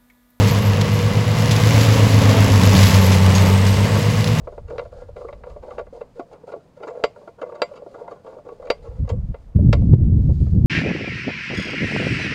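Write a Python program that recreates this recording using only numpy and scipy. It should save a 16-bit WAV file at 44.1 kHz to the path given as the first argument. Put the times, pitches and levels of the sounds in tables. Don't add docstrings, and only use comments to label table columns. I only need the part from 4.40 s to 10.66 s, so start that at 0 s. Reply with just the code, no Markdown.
import sys
import numpy as np
from scipy import signal
from scipy.fft import rfft, irfft, next_fast_len
from scipy.io import wavfile
from scipy.ndimage import uniform_filter1d, map_coordinates

SR = 44100
rng = np.random.default_rng(int(sys.argv[2]) if len(sys.argv) > 2 else 0)


def wrap_up_sound(samples):
    columns = np.atleast_2d(samples).T
    tamed = np.clip(columns, -1, 1)
    steps = np.round(tamed * 32767).astype(np.int16)
    wavfile.write(sys.argv[1], SR, steps)


N = 276066
RING = SR // 5


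def amp(db):
    return 10 ** (np.asarray(db) / 20)


def unit(x):
    return x / np.sqrt(np.mean(x ** 2) + 1e-20)


def gain_at(spectrum, hz):
    f, db = np.transpose(spectrum)
    return amp(np.interp(np.log(hz + 1), np.log(f + 1), db))


def fader(points):
    return amp(np.interp(np.arange(N) / SR, *np.transpose(points)))


def wobble(rate):
    knots = rng.standard_normal(int(N * rate / SR) + 4)
    return map_coordinates(knots, [np.arange(N) * rate / SR])


def filtered(x, response):
    size = next_fast_len(len(x) + RING)
    return irfft(rfft(x, size) * response(np.fft.rfftfreq(size, 1 / SR)), size)[:len(x)]


def noise(spectrum, size):
    return unit(filtered(rng.standard_normal(size), lambda hz: gain_at(spectrum, hz)))


def add(track, s, sound):
    start = max(0, round(s * SR))
    track[start:start + len(sound)] += sound[:len(track) - start]


def swell(t, length, attack_s, release_s):
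    return np.clip(t / attack_s, 0, 1) * np.exp(-np.maximum(t - length, 0) / release_s)


def swells(rows, attack_s, release_s):
    t = np.arange(N) / SR
    return np.max([amp(db) * swell(t - s, length, attack_s, release_s) for s, length, db in rows], 0)


# f/Hz, relative level/dB
YARD_SPECTRUM = [(25, -12), (90, 4), (160, 4.5), (260, 0.5), (400, -11), (700, -9), (1100, -14),
                 (1800, -21.5), (4000, -31), (8000, -35), (11000, -41), (15500, -44)]
def yard():
    return amp(-55.5) * noise(YARD_SPECTRUM, N)


# t/s, level/dB
BREEZE = [(0, -39.5), (0.8, -43), (1.45, -49), (2.2, -74.5), (4.0, -67), (4.4, -45.5), (4.52, -34.5),
          (5.05, -47), (5.9, -21), (6.25, -18)]
# t/s, length/s, level/dB
GUSTS = [(4.585, 0.05, -19.5), (4.70, 0.089, -22), (4.83, 0.019, -26.5), (4.88, 0.032, -25),
         (5.146, 0.026, -11), (5.18, 0.13, -11.5), (5.33, 0.15, -14), (5.48, 0.067, -10),
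         (5.575, 0.23, -15), (5.83, 0.092, -19), (6.0, 0.022, -15), (6.12, 0.087, -18.5),
         (6.235, 0.018, -13)]
# f/Hz, relative level/dB
BUFFET_SPECTRUM = [(15, -15), (35, -7.5), (70, 4), (115, 3), (170, -3.5), (250, -12), (400, -26.5),
                   (600, -42), (1000, -63), (2000, -82), (6000, -110)]
def wind(full_gust_db=-14, db_per_octave=30):
    level_db = 20 * np.log10(fader(BREEZE) + swells(GUSTS, attack_s=0.014, release_s=0.017))
    hz, frame_s, white = signal.stft(rng.standard_normal(N), SR, nperseg=2048)
    frame_db = np.interp(frame_s, np.arange(N) / SR, level_db)
    speed = 2 ** ((frame_db - full_gust_db) / db_per_octave)
    shaped = white * gain_at(BUFFET_SPECTRUM, hz[:, None] / speed)
    eddies = signal.istft(shaped, SR, nperseg=2048)[1][:N]
    power = uniform_filter1d(uniform_filter1d(eddies ** 2, size=2400), size=2400)
    lumps_db = np.interp(level_db, [-35, -20], [4, 1]) * wobble(30)
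    return amp(level_db + lumps_db) * eddies / np.sqrt(np.abs(power))


# t/s, level/dB, f/Hz
PUFFS = [(0.26, -25.5, 52), (5.162, 1.5, 88), (5.293, 0.5, 117), (5.538, -0.5, 126)]
def puffs():
    out = np.zeros(N)
    t = (np.arange(RING) - RING // 2) / SR
    for s, db, hz in PUFFS:
        u = (np.pi * hz * t) ** 2
        add(out, s + t[0], amp(db) * (2 * u - 1) * np.exp(-u))
    return out


# t/s, peak level/dB
CRACKLES = [(5.16, -36.5), (5.1642, -32.5), (5.289, -38.5), (5.295, -44.5), (5.526, -41), (5.5393, -30),
            (5.542, -35.5), (5.546, -34.5), (5.585, -44), (5.609, -47.5), (5.644, -41.5)]
def crackles(corner_hz=2100):
    out = np.zeros(N)
    u = 2 * np.pi * corner_hz * np.arange(RING // 10) / SR
    for s, db in CRACKLES:
        add(out, s, amp(db) * u * np.exp(1 - u))
    return out


# f/Hz, relative level/dB
CLOTH_SPECTRUM = [(400, -8), (1500, -1), (3000, -0.5), (4800, 2), (5700, -4.5), (6900, -2.5), (8000, -9),
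                  (9200, -8), (10300, -16), (15500, -25.5)]
# t/s, level/dB
SLING_PULL = [(5.1, -100), (5.23, -67.5), (5.5, -68), (5.58, -78.5), (5.78, -68.5), (6.01, -62),
              (6.22, -67.5)]
# t/s, length/s, relative grind/dB, relative rustle/dB
TURNS = [(0.04, 0.11, -49, -67.5), (0.29, .13, -41.5, -62.5), (0.511, 0.11, -45.5, -64.5),
         (0.755, 0.14, -41, -65), (1.054, 0.067, -44, -67), (1.22, 0.14, -40.5, -66.5),
         (1.526, 0.047, -42, -66), (1.749, 0.044, -38, -68), (1.907, 0.025, -43, -69.5),
         (2.067, 0.037, -42.5, -64), (2.413, 0.23, -39, -67.5), (2.749, 0.12, -49.5, -71),
         (2.981, 0.28, -42.5, -72), (3.282, 0.31, -46.5, -70), (3.575, 0.06, -42, -69),
         (3.683, 0.04, -42.5, -70), (3.84, 0.093, -42.5, -66.5), (4.046, 0.075, -45, -70.5),
         (4.193, 0.13, -40.5, -69.5), (4.42, 0.15, -47, -69), (4.637, 0.13, -50.5, -80.5)]
TURN_ATTACK_S, TURN_RELEASE_S = 0.0096, 0.043
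def gloves_and_sling(rest_db=-76.5):
    turns = [(s, length, db - 5) for s, length, _, db in TURNS]
    gloves = swells(turns, TURN_ATTACK_S, TURN_RELEASE_S) + amp(rest_db)
    turning = np.arange(N) / SR < SLING_PULL[0][0]
    gain = np.where(turning, gloves, fader(SLING_PULL))
    cloth = noise(CLOTH_SPECTRUM, N)
    grain_db = wobble(140)
    crease_db = 1.5 * turning * wobble(23)
    return gain * unit(cloth * amp(grain_db + crease_db))


def ring(modes, scatter_db, detune=0):
    t = np.arange(RING) / SR
    hz, db, t60 = np.transpose(modes)[:, :, None]
    strength = amp(db + scatter_db * rng.standard_normal(hz.shape)) / t60
    hz = hz * (1 + detune * rng.standard_normal(hz.shape))
    sign = (-1) ** np.arange(len(modes))[:, None]
    return np.sum(sign * strength * amp(-60 * t / t60) * np.sin(2 * np.pi * hz * t), axis=0)


def soften(x, top_hz, low_hz=380):
    lowpass = signal.butter(2, np.clip(top_hz, 200, SR / 3), fs=SR, output="sos")
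    highpass = signal.butter(2, low_hz, "high", fs=SR, output="sos")
    return signal.sosfilt(np.vstack([lowpass, highpass]), x)


def brighten(x, treble_db, corner_hz):
    low = signal.sosfilt(signal.butter(2, corner_hz, fs=SR, output="sos"), x)
    high = signal.sosfilt(signal.butter(2, corner_hz, "high", fs=SR, output="sos"), x)
    return low - amp(treble_db) * high


# f/Hz, relative resonance level/dB, t60/s
BRACKET_MODES = [(416.3, -12, 0.14), (448.7, -2, 0.033), (495.3, 2.5, 0.054), (585, 0.5, 0.091),
                 (685, -8, 0.12), (776, -23.5, 0.13), (900, -17, .05), (927.4, -12.5, 0.044),
                 (1028, -19.5, 0.1), (1130.5, -12.5, 0.077), (1272, -19.5, 0.039), (1402, -15.5, 0.052),
                 (1653, -24, 0.031), (2044, -19.5, 0.08), (2118, -29.5, 0.16), (2267, -23, 0.071),
                 (2378, -27, 0.068), (2697, -25.5, 0.029), (2820, -31.5, 0.089), (3167, -31, 0.066),
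                 (3580, -36.5, 0.07), (3756, -27, 0.033), (3990, -29, 0.049), (4540, -27, 0.044),
                 (5120, -44, 0.052)]
# f/Hz, relative resonance level/dB, t60/s
BOW_MODES = [(4745, -12, .08), (6550, -38, .04), (6930, -42, .04), (7440, -24, .125), (9400, -50, .035),
             (11000, -49, .07)]
# f/Hz, relative level/dB
CLATTER_SPECTRUM = [(30, -16.5), (200, -24), (330, -12), (480, 0), (750, -13.5), (1400, -26.5),
                    (1800, -32.5), (2500, -28), (4000, -37), (5100, -36), (6000, -44.5), (8200, -54.5),
                    (11000, -72.5), (15500, -67.5)]
GRIP_DETUNE = 0.006
def steel(bow_db, overtones_db, top_db, scatter_db, clatter_db, clatter_t60,
          chatter_s=0.0017, bow_hz=BOW_MODES[0][0], rise_s=0.00052):
    t = np.arange(RING) / SR
    clatter_fade = amp(clatter_db - 60 * np.maximum(t - chatter_s, 0) / clatter_t60)
    yard_tail = amp(-9 - 60 * t / 0.38)
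    main = ring([(bow_hz, *BOW_MODES[0][1:])], scatter_db=4)
    overtones = amp(overtones_db) * ring(BOW_MODES[1:4], scatter_db=1)
    top = amp(top_db) * ring(BOW_MODES[4:], scatter_db=3)
    bracket = ring(BRACKET_MODES, scatter_db, GRIP_DETUNE)
    clatter = (clatter_fade + yard_tail) * noise(CLATTER_SPECTRUM, RING)
    sound = bracket + amp(bow_db) * (main + overtones) + top + clatter
    return sound * (1 - np.exp(-t / rise_s))


def grinding(grains_per_s=1100, clatter_t60=0.061, top_hz=1120, gain_db=0.57):
    out = np.zeros(N)
    t = np.arange(2 * RING) / SR
    grit = rng.random(N) < grains_per_s / SR
    force = rng.standard_normal(N) * grit * amp(2.5 * wobble(90))
    for s, length, db, _ in TURNS:
        bracket = ring(BRACKET_MODES, scatter_db=5, detune=GRIP_DETUNE)
        clatter = noise(CLATTER_SPECTRUM, RING) * amp(28 - 60 * t[:RING] / clatter_t60)
        rub = signal.fftconvolve(force[round(s * SR):][:len(t)], bracket + clatter)[:len(t)]
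        grip = swell(t, length, TURN_ATTACK_S, TURN_RELEASE_S)
        add(out, s, amp(db + gain_db) * grip * unit(soften(rub, top_hz)))
    rest_gain = amp(-60 + 4.7 * wobble(14))
    return out + rest_gain * unit(soften(noise(CLATTER_SPECTRUM, N), top_hz))


# t/s, level/dB, f/Hz
SQUEAKS = [(0.852, -38.5, 1170), (0.89, -46, 2135), (1.32, -38.5, 1173), (1.814, -44, 1170),
           (3.1, -39.5, 1120), (3.719, -37.5, 1160)]
def squeaks(width_s=0.0065, waver=0.072):
    out = np.zeros(N)
    t = (np.arange(RING) - RING // 2) / SR
    envelope = np.exp(-(t / width_s) ** 2)
    for s, db, hz in SQUEAKS:
        drift = unit(uniform_filter1d(rng.standard_normal(RING), size=100))
        phase = 2 * np.pi * np.cumsum(hz * (1 + waver * drift)) / SR
        add(out, s + t[0], amp(db) * envelope * np.sin(phase))
    return out


# t/s, level/dB, upper edge/Hz, lower edge/Hz
PIN_TAPS = [(0.072, -31, 1170, 378), (0.178, -34.5, 1480, 380), (0.764, -37, 2180, 500),
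            (0.927, -38, 3060, 600), (1.036, -40, 1850, 850), (1.068, -37.5, 1180, 450),
            (1.161, -36.5, 680, 380), (1.232, -43, 1900, 450), (1.381, -28.5, 1810, 450),
            (1.612, -31.5, 1940, 380), (2.136, -29.5, 880, 380), (3.121, -35.5, 1300, 380),
            (4.943, -36, 2430, 500)]
def taps(span_s=0.021):
    out = np.zeros(N)
    for s, db, top_hz, low_hz in PIN_TAPS:
        body = steel(bow_db=-18, overtones_db=8, top_db=-4, scatter_db=2,
                     clatter_db=21, clatter_t60=0.06)
        tap = soften(body, top_hz, low_hz)
        add(out, s, amp(db) * tap * np.sqrt(span_s * SR / np.sum(tap ** 2)))
    return out


# t/s, relative level/dB, length/s, treble/dB
PIN_SLIPS = [(0.076, -34.5, 0.0047, -44), (0.119, -42, 0.012, -26), (0.277, -43.5, 0.017, -19),
             (0.301, -33.5, 0.012, -27.5), (0.318, -36, 0.022, -45), (0.352, -34, 0.0057, -40),
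             (0.414, -31.5, 0.0048, -37), (0.448, -41, 0.014, -22), (0.524, -35.5, 0.0024, -36),
             (0.567, -45, .007, -29), (0.616, -37.5, 0.0087, -35.5), (0.684, -37.5, 0.0061, -43),
             (0.772, -51, 0.019, -21), (0.797, -55, 0.022, 2), (0.812, -40.5, 0.012, -35),
             (0.844, -31.5, 0.0062, -48.5), (0.882, -38, 0.013, -31), (1.097, -45.5, 0.012, -7),
             (1.265, -50, 0.013, -35), (1.278, -39, 0.011, -35), (1.303, -36.5, 0.0083, -25),
             (1.389, -31, 0.011, -20.5), (1.41, -34, 0.0064, -30), (1.465, -44.5, 0.0075, -29),
             (1.523, -38.5, 0.0063, -55), (1.607, -41, 0.014, -26), (1.793, -30, 0.0096, -40),
             (1.794, -46, 0.0093, -6), (1.93, -53, 0.0073, 10), (2.031, -40.5, 0.0088, -44),
             (2.068, -41.5, 0.017, -37), (2.115, -40, 0.018, -19), (2.16, -36.5, 0.0064, -51),
             (2.362, -50, 0.037, -18), (2.402, -37, 0.005, -41), (2.424, -38.5, 0.02, -19),
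             (2.468, -33.5, 0.0071, -35), (2.478, -34.5, 0.014, -26), (2.47, -45, 0.022, 0),
             (2.501, -35.5, 0.016, -28), (2.553, -44, 0.011, -28), (2.572, -32.5, 0.0042, -38),
             (2.759, -45, 0.0058, -31), (2.812, -45, 0.0062, -35), (2.871, -40.5, 0.015, -34),
             (3.012, -33.5, 0.014, -24), (3.021, -30.5, 0.018, -32), (3.058, -38, .012, -49),
             (3.089, -35, 0.0034, -46), (3.147, -46, 0.019, -4), (3.335, -45, 0.0055, -15),
             (3.351, -50, 0.036, -4), (3.419, -34.5, 0.0028, -45), (3.461, -37, 0.0074, -44),
             (3.537, -43, 0.032, -34), (3.606, -36, 0.015, -47), (3.676, -35.5, 0.0071, -31.5),
             (3.703, -41, 0.035, -22.5), (3.862, -40.5, 0.0052, -20), (3.965, -37, 0.005, -50),
             (3.981, -39.5, 0.0055, -45), (4.055, -41, 0.018, -49), (4.085, -41, 0.011, -32),
             (4.115, -38, 0.012, -62), (4.222, -43, 0.0077, -30), (4.252, -37, 0.008, -22),
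             (4.269, -41, 0.013, -17), (4.446, -42.5, 0.038, -29), (4.67, -41, 0.02, -22),
             (4.69, -39, 0.02, 11), (4.727, -32.5, 0.0072, -49), (5.183, -34.5, 0.011, -49),
             (5.419, -33.5, 0.0024, -36), (5.883, -42.5, 0.037, -58.5), (6.063, -44, 0.0084, -38)]
# f/Hz, relative level/dB
SCRATCH_SPECTRUM = [(500, 9.5), (2000, -6.5), (4500, 11.5), (5800, 2.5), (6800, 11), (8000, -9.5),
                    (9500, -1), (10500, -14.5), (15500, -30)]
def slips(gain_db=-0.42, open_hz=7500, scratch_db=-18):
    out, scratch = np.zeros(N), np.zeros(N)
    t = np.arange(RING // 2) / SR
    for s, db, length, treble_db in PIN_SLIPS:
        grains = rng.standard_normal(len(t)) * (rng.random(len(t)) < 0.08)
        grains *= amp(2.5 * rng.standard_normal(len(t)))
        u = t / (0.35 * length)
        force = grains * u * np.exp(-u ** 1.25)
        brightness = np.sqrt(amp(treble_db))
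        body = steel(bow_db=-15, overtones_db=15, top_db=-7, scatter_db=3,
                     clatter_db=23, clatter_t60=0.045, chatter_s=0.0012, rise_s=0.00078)
        tick = soften(signal.fftconvolve(force, body), open_hz * brightness)
        level = amp(db + gain_db) * np.sqrt(length / t[-1])
        add(out, s, level * unit(tick))
        add(scratch, s, level * brightness * unit(force))
    return out + amp(scratch_db) * filtered(scratch, lambda hz: gain_at(SCRATCH_SPECTRUM, hz))


# t/s, level/dB, treble/dB, bow ring/dB, bow f/Hz, overtones/dB,
# top modes/dB, clatter t60/s, chatter/s, rebound delay/s, rebound gain/dB
BOW_CLANKS = [(0.381, -24, 4, -35, 4640, -14, -20, 0.032, 0.0011, 0.011, 3),
              (2.638, -12.5, 8.5, -7, 4740, -8, -9, 0.046, 0.0019, 0.0085, -34),
              (3.218, -15, 12, -4, 4720, -5.5, -12, 0.02, 0.0012, .010, -11),
              (4.301, -13.5, 9.5, -10, 4710, -14, -3, 0.041, 0.0038, 0.0095, -26),
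              (4.699, -25.5, -16, -11, 4900, -13, -3, 0.072, 0.0019, 0.0051, -28),
              (5.3279, -18, 11.5, -23, 4630, 6, -1, 0.039, 0.0029, 0.012, -17)]
def clanks(span_s=0.013):
    out = np.zeros(N)
    for (s, db, treble_db, bow_db, bow_hz, overtones_db, top_db,
         t60, chatter_s, delay_s, rebound_db) in BOW_CLANKS:
        blow = steel(bow_db, overtones_db, top_db, scatter_db=0,
                     clatter_db=23, clatter_t60=t60, chatter_s=chatter_s, bow_hz=bow_hz)
        rebound = steel(bow_db - 6, overtones_db, top_db, scatter_db=3,
                        clatter_db=18.5, clatter_t60=t60, bow_hz=bow_hz)
        blow = brighten(blow, treble_db, corner_hz=1760)
        rebound = brighten(rebound, treble_db - 4, corner_hz=1590)
        add(blow, delay_s, amp(rebound_db) * soften(rebound, top_hz=5470, low_hz=201))
        add(out, s, amp(db) * blow * np.sqrt(span_s * SR / np.sum(blow ** 2)))
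    return out


def scene():
    work = clanks() + squeaks() + grinding() + gloves_and_sling()
    outdoors = wind() + puffs() + crackles() + yard()
    pin_ticks = slips() + taps()
    return (outdoors + work + pin_ticks)[None]


def record(dry, top_hz=15700):
    clipped = dry[0] / (1 + np.abs(dry[0]) ** 6) ** (1 / 6)
    return filtered(clipped, lambda hz: hz < top_hz)[None]


dry = scene()
out = record(dry)
wrap_up_sound(out)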